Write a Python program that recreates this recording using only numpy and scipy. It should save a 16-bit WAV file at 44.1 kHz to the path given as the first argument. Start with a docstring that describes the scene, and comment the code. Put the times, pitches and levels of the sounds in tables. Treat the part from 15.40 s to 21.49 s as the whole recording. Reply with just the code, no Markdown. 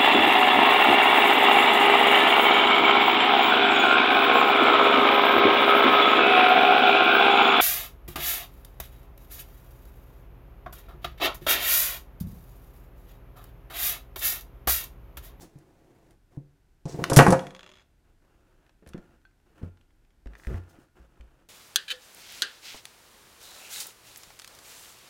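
"""A hard plastic cover slides off a tape machine and drops on a wooden bench: its panel thuds, its shell
rings, its edges crack, overloading the microphone. It bounces; a loose part hops and rocks to rest.
Then hands rub and tip the heavy chassis up on a cutting mat: dull knocks, snapping fittings, one small
metal ping, creaks as it takes its weight. Faint workroom air throughout."""
import sys
import numpy as np
from scipy import signal
from scipy.fft import rfft, irfft
from scipy.io import wavfile

SR = 44100
rng = np.random.default_rng(int(sys.argv[2]) if len(sys.argv) > 2 else 0)


def dump(signal):
    """Clip the signal to [-1, 1] and save it as 16-bit WAV at the path in sys.argv[1]."""
    limited = np.clip(np.atleast_2d(signal).T, -1, 1)
    pcm = np.round(limited * 32767).astype(np.int16)
    wavfile.write(sys.argv[1], SR, pcm)


N = 268480
TIME_S = np.arange(N) / SR
AGE_S = TIME_S[:SR * 3 // 4]   # since contact

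# cover blows: t/s, shell level/dB, thud level/dB, thud f/Hz, edge level/dB
COVER_BLOWS = [ (0.156, -56, -39, 142, -66), (0.973, -34.5, -28, 143, -86), (1.4545, -26, -23.5, 150, -44),
               (1.543, -30, -28, 152, -52.5), (1.589, -23, -32, 128, -60), (1.618, -29, -24, 150, -58),
               (1.699, -18.5, -33, 150, -27), (1.717, -13.5, -17.5, 142, -45.5),
               (1.733, -20, -21.5, 290, -23.5), (1.763, -24, -18.5, 141, -16), (1.769, -8, 4, 142.1, -8),
               (1.789, 1, -11.5, 134, -24), (1.823, -19, -22, 90.4, -31), (1.865, -7.5, -17.5, 170, -31),
               (1.881, -19.5, -8, 182, -31), (1.905, -14.5, -17, 134, -27),
               (1.9241, -9, -14.5, 143.5, -29.5)]
# chassis on the mat: t/s, knock level/dB, thud level/dB, thud f/Hz
CHASSIS_KNOCKS = [ (3.424, -43, -54, 160), (3.465, -40.5, -45, 70), (3.544, -29, -31.5, 158),
                  (4.215, -43, -42, 200), (4.229, -39, -30.5, 88.8), (4.233, -34.5, -30, 165),
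                  (4.859, -37, -32, 50.7), (5.07, -29.5, -23, 57), (5.104, -27.5, -28.5, 131),
                  (5.143, -33.5, -25, 88.6), (5.387, -63, -39.5, 285), (5.597, -56, -44.5, 58),
                  (5.799, -49, -39, 58)]

# small contacts: t/s, relative level/dB
LOOSE_PART_HOPS = [(1.9935, -29), (2.0683, -35), (2.1066, -39.5)]
CHASSIS_CREAKS = [(4.935, -45), (4.953, -40), (4.9985, -46), (5.0355, -44), (5.049, -41), (5.070, -36),
                  (5.1435, -42.5)]
METAL_PINGS = [(3.852, -50.5)]
METAL_TICKS = [(0.187, -60.5), (0.708, -61), (1.640, -34), (2.0685, -55), (3.474, -55), (3.489, -50),
               (5.069, -53)]
FITTING_SNAPS = [(0.708, -61), (1.640, -17), (3.265, -59), (3.294, -56), (3.4635, -52), (3.474, -50),
                 (3.5345, -44.5), (3.578, -50), (4.229, -54.5), (4.3725, -60), (4.412, -59),
                 (4.8585, -54.5), (4.871, -49), (5.809, -50)]

# friction strokes: t/s, length/s, level/dB
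COVER_SLIDES = [(0, 0.048, -56), (.07, .66, -68.5), (.905, .06, -68.5), (1.47, .11, -51.5),
                (1.58, .11, -48.5)]
HAND_STROKES = [(2.64, .06, -75), (2.81, 0.46, -73), (3.46, .3, -68.5), (4.05, .08, -72), (4.145, .12, -64),
                (4.9, 0.53, -66), (5.07, .11, -54.5), (5.55, 0.098, -65.5), (5.68, .35, -71.5)]
EDGE_SCRAPES = [(1.475, .06, -54)]
SLEEVE_BRUSHES = [(0, 0.024, -53.5), (4.97, 0.13, -66.5), (5.285, .025, -65.5), (5.38, .05, -74)]

# resonances: f/Hz, relative level/dB, t60/s
COVER_MODES = [ (87, -16, .35), (235, -3, .13), (283, 2, .15), (318, -3, .13), (380, -16, .55),
               (420, -10, .17), (470, -1, .19), (528, -5, .33), (651, -9, .16), (697, 0, .18),
               (785, -7, .17), (885, -7, .17), (943, -3, .17), (1060, -10, .2), (1132, -1, .17),
               (1191, -5, .15), (1433, 2, .15), (1507, 1, .14), (1590, -2, .14), (1689, -2, .16),
               (1913, 0, .1), (2368, -1, .1)]
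PLATE_MODES = [(343.56, 4.5, 0.69), (850, -4.5, 0.62), (1394.6, -3, 0.894), (1440, -5, 1.3),
               (1758.7, -5, 0.99)]
LOOSE_PART_MODES = [(180, -11, .1), (400, -8, .12), (600, -8, 0.125), (872, -13, .06), (1130, -7, 0.064),
                    (1413, -16, .03), (1644.7, -16, 0.046), (1787.4, -12.5, .035), (2220, -4, 0.015),
                    (2737, 0, 0.01703), (3355, 6.5, .017), (4100, -3, .014), (5000, -2.5, .012),
                    (6300, -5, .02), (6885, -4.5, .014)]
CREAK_MODES = [(1147, -9, .025), (1690, 3, .022), (1836, 6, .022), (1940, 1, .022), (2526, -7, .02)]
PING_MODES = [(1550, 3.5, 0.077), (1578, -14, .06), (2506, -18.5, 0.1292), (3362.4, -12, 0.054),
              (4354, -13, 0.07125)]

# contact spectra: f/Hz, relative density level/dB
SHELL_SPECTRUM = [(60, -18), (270, 3), (600, 2.5), (1000, 2.5), (1500, -2.5), (2400, -2.5), (3500, -8),
                  (6000, -9), (16000, -25.5)]
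CRACK_SPECTRUM = [(200, -19), (1500, -5.5), (3500, -6), (5500, -0.5), (8000, -1.5), (10500, -0.5),
                  (12500, -7.5), (16000, -10)]
CHASSIS_SPECTRUM = [(40, 2.5), (120, -10), (190, 4.5), (310, -2), (430, -3.5), (620, -6.5), (1000, -10.5),
                    (1800, -4), (3000, -10.5), (12000, -20)]
SNAP_SPECTRUM = [(150, -15), (700, 0), (1600, 4.5), (2900, 0), (4500, -8.5), (7000, -13.5), (10000, -21.5),
                 (16000, -29.5)]
# friction spectra: f/Hz, relative density level/dB
SLIDE_SPECTRUM = [(200, -25.5), (450, 0.5), (700, 0.5), (1300, -10.5), (1850, -11.5), (2450, -15.5),
                  (4000, -24.5), (9000, -40.5)]
HAND_SPECTRUM = [(200, -25), (480, 2.5), (850, 0), (1050, -2.5), (1400, 0.5), (1750, -4.5), (2100, -10.5),
                 (2800, -9), (4000, -22), (9000, -36)]
RUMBLE_SPECTRUM = [(30, -12.5), (90, -7), (140, 1.5), (220, -8.5), (330, 0), (520, -14.5), (900, -34),
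                   (3000, -69.5)]
SWISH_SPECTRUM = [(1500, -25), (3500, -3), (6500, 0), (9000, -3), (15000, -6.5)]
SCRAPE_SPECTRUM = [(1500, -14), (3500, -7), (5500, 0), (8000, -4), (12000, -24), (16000, -36)]
# room spectra: f/Hz, relative density level/dB
ECHO_SPECTRUM = [(40, -19.5), (150, -4.5), (400, 0), (1500, -3), (4000, -1), (8000, -5), (16000, -8)]
AIR_SPECTRUM = [(15, -28), (25, 2.5), (134, -15.5), (242, -21), (326, -19), (503, -29.5), (818, -29),
                (1190, -36), (1480, -30.5), (1700, -34), (3340, -40), (14400, -47.5), (16000, -58.5)]

# friction layers: relative level/dB, spectrum
SLIDE_LAYERS = [(0, SLIDE_SPECTRUM), (6, RUMBLE_SPECTRUM), (-11, SWISH_SPECTRUM)]
HAND_LAYERS = [(0, HAND_SPECTRUM), (1.5, RUMBLE_SPECTRUM), (-13, SWISH_SPECTRUM)]

CUTOFF_HZ = 16000


def cover(panel_t60_s=.158, chatter_s=.017, shell_loss_db=10, edge_loss_db=12):
    """Each blow bends the panel, then chatters, ringing the shell and cracking at the hard edge."""
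    ring, clack, crack = np.zeros((3, N))
    shell = mode_shapes(COVER_MODES)
    for t_s, blow_db, thud_db, thud_hz, edge_db in COVER_BLOWS:
        add(ring, t_s, from_db(thud_db) * thud(thud_hz, panel_t60_s))
        add(ring, t_s, from_db(thud_db - 12) * thud(2 * thud_hz, panel_t60_s))
        contact_hz = 1990 * 2 ** (blow_db / 14.5)   # harder is shorter, so brighter
        for touch in range(3):
            shell_db = blow_db - touch * shell_loss_db
            crack_db = edge_db - touch * edge_loss_db
            edge_hz = 16000 * 2 ** ((crack_db + 14.5) / 28)
            struck = strike(shell, spread_db=1.5)
            add(ring, t_s, from_db(shell_db - 8) * soften(struck, contact_hz, order=3))
            add(clack, t_s, from_db(shell_db) * soften(burst(t60_s=.062), contact_hz, order=3))
            add(crack, t_s, from_db(crack_db) * soften(burst(t60_s=.063), edge_hz, order=4))
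            t_s += chatter_s * rng.uniform(.8, 1.2)
    return ring + colour(clack, SHELL_SPECTRUM) + colour(crack, CRACK_SPECTRUM)


def chassis(mat_hz=520, damped_above_hz=88, settle_s=.038, settle_loss_db=9):
    """The frame lands dully and settles with a lighter knock; metal plates inside ring on faintly."""
    ring, knocks = np.zeros((2, N))
    plates = mode_shapes(PLATE_MODES)
    for t_s, knock_db, thud_db, thud_hz in CHASSIS_KNOCKS:
        # low thuds ring on in the bench, higher ones die in the mat
        thud_t60_s = .31 * min(1, damped_above_hz / thud_hz) ** 2
        add(ring, t_s, from_db(thud_db) * thud(thud_hz, thud_t60_s))
        add(ring, t_s, from_db(knock_db - 33.5) * strike(plates, spread_db=0))
        add(knocks, t_s, from_db(knock_db) * soften(burst(t60_s=.11), mat_hz))
        settle = soften(burst(t60_s=.095), mat_hz)
        add(knocks, t_s + settle_s, from_db(knock_db - settle_loss_db) * settle)
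    return ring + colour(knocks, CHASSIS_SPECTRUM)


def loose_part(start_s=2.149, first_swing_s=.0439, swing_ratio=.863, swing_loss_db=1.6):
    """Hops, then rocks ever faster and weaker; the far corner touches lightly in mid-swing."""
    touches, t_s = [], start_s
    for swing in range(14):
        swing_s = first_swing_s * swing_ratio ** swing
        level_db = -36.5 - swing_loss_db * swing
        far_corner_s = t_s + swing_s * rng.uniform(.2, .55)
        touches += [(t_s, level_db), (far_corner_s, level_db - 4.5)]
        t_s += swing_s
    return taps(LOOSE_PART_HOPS + touches, LOOSE_PART_MODES, ring_db=-6, snap_db=-6)


def fittings(shift_start_s=3.2, shift_end_s=6.0, shifts_per_s=8):
    """Small parts creak, ping, tick and snap; they shift faintly at random while the chassis moves."""
    creaks = taps(CHASSIS_CREAKS, CREAK_MODES, ring_db=-4, snap_db=-11)
    ping = taps(METAL_PINGS, PING_MODES, ring_db=-2.5, snap_db=-15)
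    ticks = clicks(METAL_TICKS, CRACK_SPECTRUM, t60_s=.031)
    shifts = []
    for slot_s in np.arange(shift_start_s, shift_end_s, 1 / shifts_per_s):
        t_s = min(slot_s + rng.random() / shifts_per_s, shift_end_s)
        shifts.append((t_s, rng.normal(-69.5, 2)))
    snaps = clicks(FITTING_SNAPS + shifts, SNAP_SPECTRUM, t60_s=.021)
    return creaks + ping + ticks + snaps


def friction():
    """The cover slides, hands rub the frame, the cover's edge scrapes, a sleeve brushes past."""
    slide = rubbing(COVER_SLIDES, SLIDE_LAYERS, grain_db=1.5)
    hands = rubbing(HAND_STROKES, HAND_LAYERS, grain_db=2.5)
    edge = rubbing(EDGE_SCRAPES, [(0, SCRAPE_SPECTRUM)], grain_db=2.5)
    sleeve = rubbing(SLEEVE_BRUSHES, [(0, SWISH_SPECTRUM)], grain_db=2)
    return slide + hands + edge + sleeve


def rubbing(strokes, layers, grain_db, grain_hz=220, attack_s=.012, release_t60_s=.17):
    """Strokes grip, hold and fade; friction catches and lets go. 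One force drives all noise layers."""
    force = np.zeros(N)
    for t_s, length_s, level_db in strokes:
        rise = np.clip((TIME_S - t_s) / attack_s, 0, 1)
        fade = decay(release_t60_s, np.maximum(TIME_S - t_s - length_s, 0))
        force = np.maximum(force, from_db(level_db) * rise * fade)
    knots = rng.standard_normal(N // 20)
    grain = np.interp(TIME_S * grain_hz, np.arange(len(knots)), knots)
    force *= from_db(grain_db * grain)
    return sum(from_db(db) * colour(force * rng.standard_normal(N), spectrum) for db, spectrum in layers)


def taps(events, modes, ring_db, snap_db):
    """A part touches at one spot: the same ring each time, with a fresh snap."""
    ring = np.zeros(N)
    tap = from_db(ring_db) * strike(mode_shapes(modes), spread_db=1)
    for t_s, level_db in events:
        add(ring, t_s, from_db(level_db) * tap)
    return ring + from_db(snap_db) * clicks(events, SNAP_SPECTRUM, t60_s=.024)


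def clicks(events, spectrum, t60_s):
    """Short, dry contacts."""
    track = np.zeros(N)
    for t_s, level_db in events:
        add(track, t_s, from_db(level_db) * burst(t60_s))
    return colour(track, spectrum)


def thud(f_hz, t60_s):
    """One low mode, pushed by a blunt contact."""
    return soften(-np.sin(2 * np.pi * f_hz * AGE_S) * decay(t60_s), 3 * f_hz)


def burst(t60_s):
    """Modes too crowded to tell apart: decaying noise."""
    age_s = AGE_S[:len(AGE_S) // 3]
    return rng.standard_normal(len(age_s)) * decay(t60_s, age_s)


def mode_shapes(modes):
    """One decaying sine a row; unit total power at onset."""
    shapes = [from_db(db) * np.sin(2 * np.pi * f_hz * AGE_S) * decay(t60_s) for f_hz, db, t60_s in modes]
    power = np.sum(from_db(np.array(modes)[:, 1]) ** 2) / 2
    return np.array(shapes) / np.sqrt(power)


def strike(shapes, spread_db):
    """Each contact point excites the modes with its own strengths and signs."""
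    strengths = from_db(rng.normal(0, spread_db, len(shapes)))
    signs = rng.choice([-1, 1], len(shapes))
    return (strengths * signs) @ shapes


def soften(x, corner_hz, order=2):
    """Low-pass of a soft contact."""
    return signal.sosfilt(signal.butter(order, min(corner_hz, CUTOFF_HZ), fs=SR, output="sos"), x)


def colour(x, spectrum, size=4096):
    """Minimum-phase filter; white noise keeps its power."""
    f_hz, level_db = np.transpose(spectrum)
    bins_hz = np.arange(size // 2 + 1) * SR / size
    gain = from_db(np.interp(np.log(bins_hz + 1), np.log(f_hz), level_db))
    gain /= np.sqrt(np.mean(gain ** 2))
    cepstrum = irfft(np.log(gain))
    cepstrum[1:size // 2] *= 2
    cepstrum[size // 2 + 1:] = 0
    impulse = irfft(np.exp(rfft(cepstrum)))
    return signal.oaconvolve(x, impulse)[:len(x)]


def decay(t60_s, age_s=AGE_S):
    """Falls 60 dB in t60_s."""
    return np.exp(-np.log(1000) * age_s / t60_s)


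def from_db(level_db):
    """Decibels to gain."""
    return 10 ** (np.asarray(level_db) / 20)


def add(track, t_s, sound):
    """Mix a sound in at t_s."""
    start = max(round(t_s * SR), 0)
    track[start:start + len(sound)] += sound[:N - start]


def workroom(direct, gap_s=.004):
    """Close reflections from bench and wall, then a short diffuse tail."""
    early = from_db(-43.5) * decay(t60_s=.13)
    late = from_db(-48) * decay(t60_s=.48)
    echoes = rng.standard_normal(len(AGE_S)) * (early + late) * (AGE_S > gap_s)
    return direct + signal.fftconvolve(direct, colour(echoes, ECHO_SPECTRUM))[:N]


def room_air(level_db=-63.5):
    """Steady, low noise of the still room."""
    return from_db(level_db) * colour(rng.standard_normal(N), AIR_SPECTRUM)


def scene():
    """Contacts and friction in the room, over its air; mono."""
    air = room_air()
    direct = cover() + chassis() + friction() + loose_part() + fittings()
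    return (workroom(direct) + air)[None]


def record(dry):
    """Microphone overload flattens the peaks; a low-pass cuts the top."""
    ceiling = .73
    clipped = dry / (1 + (dry / ceiling) ** 6) ** (1 / 6)
    low_pass = signal.firwin(161, CUTOFF_HZ, fs=SR, window="blackman")
    return signal.oaconvolve(clipped, low_pass[None], mode="same")


dry = scene()
out = record(dry)
dump(out)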